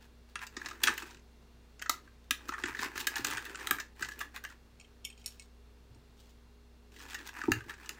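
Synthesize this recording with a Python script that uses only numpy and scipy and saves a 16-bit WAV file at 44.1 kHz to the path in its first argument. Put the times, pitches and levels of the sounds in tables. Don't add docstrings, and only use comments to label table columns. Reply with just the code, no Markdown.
import sys
import numpy as np
from scipy import signal
from scipy.fft import rfft, irfft, next_fast_len
from scipy.io import wavfile
from scipy.ndimage import map_coordinates

SR = 44100
rng = np.random.default_rng(int(sys.argv[2]) if len(sys.argv) > 2 else 0)


def file_out(sig):
    cols = np.atleast_2d(sig).T
    lim = np.clip(cols, -1, 1)
    pcm = np.round(lim * 32767).astype(np.int16)
    wavfile.write(sys.argv[1], SR, pcm)


N = 352359


def amp(db):
    return 10 ** (np.asarray(db) / 20)


def unit(x):
    return x / np.sqrt(np.mean(x ** 2) + 1e-20)


def along(points, hz):
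    f, value = np.transpose(points)
    return np.interp(np.log(hz + 1), np.log(f + 1), value)


def wobble(rate):
    coarse = np.arange(0, N + 64, 64)
    knots = rng.standard_normal(int(N * rate / SR) + 4)
    curve = map_coordinates(knots, [coarse * rate / SR])
    return np.interp(np.arange(N), coarse, curve)


def impulse(spectrum):
    magnitude = amp(along(spectrum, np.fft.rfftfreq(4096, 1 / SR)))
    cepstrum = irfft(np.log(np.maximum(magnitude, 1e-5)))
    cepstrum[1:2048] *= 2
    cepstrum[2049:] = 0
    pulse = irfft(np.exp(rfft(cepstrum)))
    return pulse / np.linalg.norm(pulse)


def coloured(x, spectrum):
    return signal.fftconvolve(x, impulse(spectrum))[:len(x)]


def ring(modes, scatter_db, detune, attack, life=0.09):
    t = np.arange(int(SR * life)) / SR
    hz, db, t60 = np.transpose(modes)[:, :, None]
    strength_luck, pitch_luck = rng.standard_normal((2, len(modes), 1))
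    sign = (-1.) ** np.arange(len(modes))[:, None]
    decay = amp(db + scatter_db * strength_luck - 60 * t / t60)
    tones = np.sin(2 * np.pi * hz * (1 + detune * pitch_luck) * t)
    return np.sum(sign * decay * tones, 0) * (1 - np.exp(-t / attack))


def burst(t60, rise):
    t = np.arange(1, SR // 16) / SR
    first_slip = 1.8 * amp(-60 * t / 0.0021)
    shape = (1 - np.exp(-t / rise)) * (amp(-60 * t / t60) + first_slip)
    uneven = amp(4.8 * rng.standard_normal(len(t)))
    return shape * rng.standard_normal(len(t)) * uneven


def add(out, s, x, db):
    part = out[round(s * SR):][:len(x)]
    part += amp(db) * x[:len(part)] / np.abs(x).max()


# (frequency [Hz], relative density [dB per Hz])
AIR_SPECTRUM = [(30, -23), (45, -17), (75, -6.5), (200, -12), (240, -16), (270, -17), (410, -11.5),
                (480, -17.5), (1080, -21.5), (2700, -27), (3050, -29), (3480, -26), (6100, -32),
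                (10000, -39), (15300, -40)]
# (frequency [Hz], level [dB rms], waver rate [knots per s])
HUM_PARTIALS = [(29, -70, 14), (60, -60, 4.5), (102.5, -76, 4.3), (237.5, -70, 3.2), (291, -81.5, 13),
                (415, -77.5, 2.12), (483, -80, 7.1), (2760, -85.5, 10), (4290, -87, 70)]
AIR_DB = -65.5


def room_tone():
    t = np.arange(N) / SR
    hum = np.zeros(N)
    for hz, db, rate in HUM_PARTIALS:
        level = np.sqrt(2) * amp(db + 0.97 * wobble(rate))
        hum += level * np.sin(2 * np.pi * hz * t + 0.46 * wobble(rate))
    air = coloured(rng.standard_normal(N), AIR_SPECTRUM)
    return hum + amp(AIR_DB + 0.54 * wobble(2.86)) * air


def crackle(per_s, spread_db, t60, hiss):
    hits = rng.random(N) < per_s / SR * amp(5 * wobble(20))
    sizes = hits * amp(spread_db * np.clip(rng.standard_normal(N), -2.5, 2.5))
    puffs = signal.lfilter([1], [1, -amp(-60 / (t60 * SR))], sizes)
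    return unit((unit(puffs) + hiss) * rng.standard_normal(N))


# (time [s], rustle level in the cups [dB])
RUSTLE_SPELLS = [
    [(0.35, -82), (0.438, -82), (0.584, -58), (0.644, -51), (0.808, -54), (0.884, -37), (1.014, -56),
     (1.146, -67), (1.22, -78.5)],
    [(1.79, -63), (1.846, -68.5), (1.936, -65), (1.966, -58.5), (2.058, -67), (2.15, -77.5)],
    [(2.32, -77), (2.374, -64), (2.49, -55.5), (2.574, -61), (2.684, -48), (2.864, -48), (3.06, -54.5)],
    [(3.06, -46), (3.194, -51.5), (3.268, -43.5), (3.42, -48), (3.656, -52.5), (3.692, -48), (3.822, -54.5),
     (3.93, -77)],
    [(3.95, -69), (4.062, -60.5), (4.194, -54.5), (4.326, -66), (4.38, -57.5), (4.504, -59.5), (4.58, -83)],
    [(6.915, -65.5), (6.991, -57), (7.123, -57), (7.315, -56.5), (7.443, -56.5), (7.707, -58),
     (7.803, -59.5), (7.99, -60.5)],
]
# (time [s], length [s], open-sheet level [dB], hollow level [dB])
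SLIDE_STROKES = [(0.001, 0.069, -63, -61), (0.273, 0.059, -65.5, -67), (0.403, 0.053, -61, -52),
                 (.95, 0.08, -53, -52.5), (1.035, 0.097, -72, -66), (2.777, 0.1, -50, -49),
                 (2.944, 0.082, -52, -63), (3.153, 0.08, -51, -50), (3.254, .1, -54.5, -57),
                 (3.981, 0.092, -55, -53), (4.105, 0.041, -58, -68), (4.342, 0.045, -55, -56),
                 (4.486, 0.059, -74, -71), (5.171, .3, -66, -74), (6.156, .17, -70, -92.5),
                 (6.913, 0.21, -71.5, -77.5), (7.082, 0.091, -53.5, -51), (7.248, 0.058, -60, -55),
                 (7.348, 0.024, -57, -63)]
# (frequency [Hz], relative density [dB per Hz])
CUPPED_SPECTRUM = [(400, -56), (680, -13.5), (870, -1), (1200, -4), (1450, -1.5), (1700, 3), (1900, -1.5),
                   (2180, -6.5), (2550, -2.5), (3000, -25.5), (4200, -28.5), (6000, -37)]
# (frequency [Hz], relative density [dB per Hz])
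SLIDE_SPECTRUM = [(1760, -26.5), (3000, 2.5), (4500, -1.5), (7400, -5.5), (10500, -14.5), (13000, -16),
                  (15300, -8), (17000, -25.5)]
# (frequency [Hz], relative density [dB per Hz])
RUBBED_SPECTRUM = [(100, -34.5), (180, -23.5), (270, 3.5), (355, 3.5), (420, 0), (600, -11), (900, -40)]
SHEET_DB = -7
RUB_DB, RUB_GROWS = -57.5, 0.82
GRIP_S, LET_GO_S = 0.024, 0.016


def rustle():
    t = np.arange(N) / SR
    flutter_db = 3.4 * wobble(30)
    creases = crackle(per_s=320, spread_db=5, t60=0.007, hiss=.6)
    in_cups = coloured(creases, CUPPED_SPECTRUM)
    in_sheet = coloured(creases, SLIDE_SPECTRUM)
    in_bowl = coloured(rng.standard_normal(N), RUBBED_SPECTRUM)
    gains = np.zeros((3, N))
    for spell in RUSTLE_SPELLS:
        s, db = np.transpose(spell)
        now = slice(round(s[0] * SR), round(s[-1] * SR))
        fade_in = np.clip((t[now] - s[0]) / .008, 0, 1)
        level_db = np.interp(t[now], s, db)
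        rub_db = RUB_DB + RUB_GROWS * (level_db + 49)
        gains[:, now] = fade_in * amp([level_db, level_db + SHEET_DB, rub_db])
    for s, length, sheet_db, hollow_db in SLIDE_STROKES:
        stroke = np.clip(np.minimum((t - s) / GRIP_S, (s + length - t) / LET_GO_S), 0, 1)
        gains[:2] += amp([[hollow_db], [sheet_db]]) * stroke
    shifts_db = np.array([2.5 * wobble(22), .8 * wobble(22), 1.7 * wobble(15)])
    layers = np.array([in_cups, in_sheet, in_bowl])
    return np.sum(amp(flutter_db + shifts_db) * gains * layers, 0)


# (time [s], bowl peak level [dB], table level relative to the bowl [dB])
SOFT_DROPS = [(0.568, -37, -33), (.66, -49, -12), (0.887, -33, -20), (0.975, -62, -24), (1.026, -45, -19),
              (2.488, -38.5, -19), (2.636, -32.5, -19), (2.69, -42.5, -10), (2.79, -39, -17),
              (2.855, -41.5, -16), (2.953, -43, -11), (3.19, -36, -14.5), (3.27, -41, -15),
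              (3.33, -49.5, -1), (3.709, -34.5, -17), (4.009, -42, -10), (5.891, -65, 14.5),
              (5.957, -54, -4), (7.437, -38.5, -23.5), (7.481, -16.5, -20), (7.504, -30, -4.5),
              (7.559, -45, 3), (7.659, -48, -2)]
# (frequency [Hz], relative level [dB], t60 [s])
BOWL_MODES = [(236, 0, .035), (290, 3, .03), (350, 3, .045), (430, -12, .05), (790, -16, .035),
              (915, -13, .04), (1300, -20, .025)]
# (frequency [Hz], relative level [dB], t60 [s])
TABLE_MODES = [(71.4, -29, 0.068), (88, 16.5, 0.044), (127, 0.5, 0.24)]


def drops():
    out = np.zeros(N)
    for s, db, table_db in SOFT_DROPS:
        bowl = ring(BOWL_MODES, scatter_db=1, detune=.01, attack=.004)
        table = ring(TABLE_MODES, scatter_db=0.6, detune=0.054, attack=0.011, life=.25)
        add(out, s, bowl, db)
        add(out, s + 0.009, table, db + table_db)
    return out


# (time [s], reference level [dB], low-mode peak relative to it [dB])
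STICK_CLICKS = [(4.798, -44.5, -3), (4.8108, -46.5, -2.5), (4.8455, -60, 8), (5.044, -47, -1),
                (5.127, -57, 6), (5.2147, -52, -4), (5.049, -28, -5), (5.0706, -51, 3.5), (5.1, -44, -2),
                (5.1766, -51, -4), (5.242, -49, -4), (5.2599, -25, -21.5), (5.2763, -34, -17),
                (5.2886, -47, -22), (5.3962, -37, -11), (5.422, -41.5, -24), (5.9455, -55, -19)]
# (frequency [Hz], relative level [dB], t60 [s])
STICK_MODES = [(2210, -11, 0.089), (2530, 3, 0.011), (3160, 3.5, 0.013), (4300, 4.5, 0.0051),
               (5540, 6, 0.0071), (6840, 7.5, 0.0073), (8380, 2.5, 0.011), (10060, 6, 0.0088),
               (11550, -5, 0.0078), (13000, -1.5, 0.018), (14500, -1, 0.011)]
# (frequency [Hz], relative density [dB per Hz])
SHEET_SPECTRUM = [(1180, -55), (2000, 2), (2120, -8), (2720, -0.5), (2960, -9.5), (3750, -0.5), (4190, -4),
                  (5080, -6.5), (6550, -6.5), (8500, -18), (11000, -36.5), (18700, -120)]
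TOP_DB, TOP_GROWS = -11.5, 0.94


def chopsticks():
    out = np.zeros(N)
    for s, db, low_db in STICK_CLICKS:
        slips = burst(t60=0.032, rise=0.00024)
        add(out, s, coloured(slips, SHEET_SPECTRUM), db - 15.5)
        top_db = TOP_DB + TOP_GROWS * (db + 30.5)
        groups = [(STICK_MODES[:3], low_db), (STICK_MODES[3:7], -1.5), (STICK_MODES[7:], top_db)]
        for modes, level_db in groups:
            bending = ring(modes, scatter_db=2.5, detune=.01, attack=.0002, life=.06)
            add(out, s, signal.fftconvolve(slips, bending), db + level_db)
    return out


# (time [s], sheet peak level [dB], hollow relative to it [dB], hollow pitch [Hz],
# crisp treble relative to it [dB], burst t60 [s])
PLEAT_SNAPS = [(0.3552, -30.5, 1, 1190, -19, 0.019), (0.391, -42, 1, 1340, -31, 0.017),
               (0.417, -43.5, -5, 1480, -24, 0.036), (0.467, -39.5, -13, 1880, -3, 0.029),
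               (0.5664, -29.5, -2.5, 1770, -33, 0.034), (0.6146, -42, 9, 1720, -13, 0.023),
               (0.6587, -29.5, -3.5, 1660, -23, 0.029), (0.6859, -34.5, -8, 1910, -7, 0.018),
               (0.7098, -39.5, 4.5, 1220, -14, 0.029), (0.8341, -23, -12, 1550, 3, 0.036),
               (0.8364, -14.5, -10.5, 1800, -5.5, 0.02), (0.8553, -31, -5, 1750, -18, 0.017),
               (0.8712, -18.5, 2.5, 1810, -21.5, 0.033), (0.8804, -23, 6, 1690, -22, 0.017),
               (0.8919, -28, -1, 1740, -22, 0.017), (0.9277, -42, 7, 1780, -14, 0.02),
               (0.938, -44, -11, 1480, 2, 0.02), (0.9777, -29, -5, 1740, -1, 0.022),
               (1.0243, -40, 4.5, 1520, -11, 0.03), (1.1089, -46, -7, 1500, -14, 0.023),
               (1.145, -45.5, -8, 1540, -19, 0.016), (1.1704, -47.5, -13, 1580, -21, 0.027),
               (1.1935, -57.5, -14.5, 1620, -20.5, 0.023), (1.7943, -42, -9, 1530, -23, 0.022),
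               (1.816, -39, 2, 1770, -9, 0.015), (1.8214, -33.5, 3, 1600, -5, 0.02),
               (1.859, -40.5, 7.5, 1380, -27, 0.028), (1.8948, -15, -4.5, 1370, -3.5, 0.016),
               (2.0752, -59, 8.5, 1370, -24, 0.015), (2.2424, -55, -19, 953, -10, 0.013),
               (2.3084, -15, -9, 1740, -2.5, 0.017), (2.484, -40, 1, 1750, 0, 0.022),
               (2.4906, -27.5, 1.5, 1310, -12, 0.016), (2.5207, -41.5, 11, 1100, -26, 0.036),
               (2.5364, -40.5, 11.5, 1450, -29, 0.047), (2.5813, -46.5, 14.5, 1460, -21, 0.014),
               (2.623, -44.5, -8, 1270, -21, 0.018), (2.6367, -26.5, 3.5, 1320, -22, 0.027),
               (2.6558, -33.5, 2, 1580, -25, 0.025), (2.6877, -44, -2, 1590, -23, 0.022),
               (2.748, -42, 12.5, 1820, -19, 0.02), (2.7684, -39, 2, 1640, -23, 0.02),
               (2.7903, -31.5, 3, 1540, -18, 0.025), (2.831, -24.5, -4, 1620, -19, 0.0093),
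               (2.8587, -36, -9, 1710, -24, 0.02), (2.9554, -41.5, 9, 1750, -4, 0.036),
               (2.9771, -28.5, -1, 1710, -1, 0.016), (3.0015, -28.5, -22, 2150, -3, 0.03),
               (3.0693, -15, -6.5, 1620, -3.5, 0.029), (3.1565, -25, -8.5, 1740, -20, 0.019),
               (3.1628, -32, 4, 1760, -1, 0.039), (3.1808, -29, -8, 1650, -8, 0.018),
               (3.2464, -19.5, -5, 1630, -4.5, 0.019), (3.269, -27, -16, 1630, 1, 0.0082),
               (3.309, -30.5, -2, 1470, -4, 0.018), (3.3235, -36, 7.5, 1660, -22, 0.014),
               (3.3707, -29, 0, 1560, -13, 0.024), (3.3788, -33, 3, 1580, -8, 0.019),
               (3.452, -39.5, 0, 1740, 0, 0.022), (3.4618, -42, 6, 1020, -15, 0.02),
               (3.5453, -37.5, 2.5, 1670, -25, 0.02), (3.5553, -31, -9, 1590, -25, 0.014),
               (3.5968, -42, -6.5, 1660, -12, 0.02), (3.6092, -44, 8, 1870, -18, 0.024),
               (3.6711, -24.5, -5.5, 1220, -2, 0.0097), (3.709, -15.5, -1.5, 1580, 0, 0.012),
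               (3.7845, -39, 8, 1670, -6, 0.028), (3.799, -30, -2, 1780, -8.5, 0.041),
               (4.0086, -44, 5, 1630, 1, 0.028), (4.023, -28.5, 3.5, 1710, -12, 0.038),
               (4.0467, -31, -14, 1510, -21, 0.02), (4.0867, -36.5, 2, 1560, -3, 0.02),
               (4.117, -46.5, 10.5, 1470, -6, 0.023), (4.1904, -39.5, -12, 1540, 7.5, 0.031),
               (4.2047, -35, 3, 1650, -9, 0.035), (4.2102, -34.5, 6.5, 1540, -1, 0.05),
               (4.361, -37, -1, 1680, -3, 0.013), (4.4384, -38, 1, 1750, 1, 0.028),
               (4.4488, -32, -2, 1620, -16, 0.014), (4.5014, -51.5, 6.5, 1190, -11, 0.022),
               (6.919, -54, -14.5, 1730, -10.5, 0.02), (6.9613, -49, -4, 1830, -8, 0.053),
               (7.001, -44.5, -3, 1590, -20, 0.035), (7.1053, -42, -18, 1760, -6, 0.038),
               (7.1439, -34, 1.5, 1680, -5, 0.041), (7.1863, -44.5, 0, 1630, -27, 0.042),
               (7.2544, -47, -4, 1790, -8, 0.023), (7.2724, -35.5, -12, 1640, -2, 0.023),
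               (7.2898, -38.5, 0, 1730, -15, 0.022), (7.338, -45, -5, 1630, -2, 0.031),
               (7.364, -49, -2, 1670, -11, 0.02), (7.415, -38.5, 10.5, 1720, -22, 0.017),
               (7.436, -37.5, 8.5, 1230, -15, 0.012), (7.518, -18.5, 2.5, 1750, -5, 0.012),
               (7.6054, -49, 9.5, 1650, -18, 0.032), (7.6952, -38.5, 3, 1640, -7, 0.02),
               (7.7388, -45, -1, 1750, -19, 0.027), (7.859, -41, -9, 1620, -12, 0.029),
               (7.892, -23.5, -17, 1490, -5.5, 0.0095)]
# (frequency [Hz], relative level [dB], t60 [s])
HOLLOW_MODES = [(1015, -31.5, 0.0627), (1225, -4.5, 0.022), (1290, 6, 0.0093), (1549, -6, 0.024),
                (1700, 5, 0.015), (1680, -27.5, 0.035), (2720, -27.5, 0.0177), (2570, -7, 0.02)]
# (frequency [Hz], relative density [dB per Hz])
CRISP_SPECTRUM = [(5000, -20.5), (8500, -8.5), (11500, -3.5), (13000, -7), (14500, 7), (15500, -6),
                  (17000, -3)]
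RISE_S = 0.0012
FOLD_HZ, FOLD_SPREAD = 2977, 0.15
PANEL_DB, NUDGE_DB = -4.5, -28


def snaps():
    out = np.zeros(N)
    body, edge = impulse(SHEET_SPECTRUM)[:512], impulse(CRISP_SPECTRUM)[:512]
    for s, db, hollow_db, pitch_hz, crisp_db, t60 in PLEAT_SNAPS:
        slips = burst(t60, RISE_S)
        favoured = [(hz, level - 18 * abs(np.log2(hz / pitch_hz)), decay)
                    for hz, level, decay in HOLLOW_MODES]
        hollow = ring(favoured, scatter_db=2.96, detune=0.041, attack=0.0008, life=.04)
        fold_hz = FOLD_HZ * 2 ** (FOLD_SPREAD * rng.standard_normal())
        panel_modes = [(fold_hz, 0, .004), (2.6 * fold_hz, -5, .002)]
        panel = ring(panel_modes, scatter_db=1.5, detune=.01, attack=.0002, life=.01)
        first_slips = slips * amp(-250 * np.arange(len(slips)) / SR)
        bowl = ring(BOWL_MODES, scatter_db=8.4, detune=0.0662, attack=0.011)
        add(out, s, signal.fftconvolve(slips, body), db)
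        add(out, s, signal.fftconvolve(slips, panel), db + PANEL_DB)
        add(out, s, signal.fftconvolve(first_slips, edge), db + crisp_db)
        add(out, s, signal.fftconvolve(slips, hollow), db + hollow_db)
        add(out, s, bowl, db + NUDGE_DB)
    return out


# (frequency [Hz], t60 [s])
ROOM_DECAY = [(200, 0.2), (1400, 0.21), (4000, 0.21), (10000, 0.17)]


def room(x):
    out, hop = np.zeros(N + SR), SR // 4
    for start in range(0, N, hop):
        hz, t, noise = signal.stft(rng.standard_normal(SR // 3), SR, nperseg=256)
        decay = amp(-60 * t / along(ROOM_DECAY, hz)[:, None])
        tail = signal.istft(noise * decay, SR, nperseg=256)[1]
        wet = signal.fftconvolve(x[start:start + hop], tail / np.linalg.norm(tail))
        out[start + 130:][:len(wet)] += wet
    return out[:N]


def scene():
    near = snaps() + chopsticks() + drops() + rustle()
    return (near + amp(-8.5) * room(near) + room_tone())[None]


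# (frequency [Hz], gain [dB])
MIC_ROLL_OFF = [(15750, 0), (16100, -13.5), (17000, -29.5)]
TOP_HZ = 17097


def record(dry):
    m = next_fast_len(N + SR // 4)
    hz = np.fft.rfftfreq(m, 1 / SR)
    response = amp(along(MIC_ROLL_OFF, hz)) * (hz < TOP_HZ)
    return irfft(rfft(dry, m) * response, m)[:, :N]


dry = scene()
out = record(dry)
file_out(out)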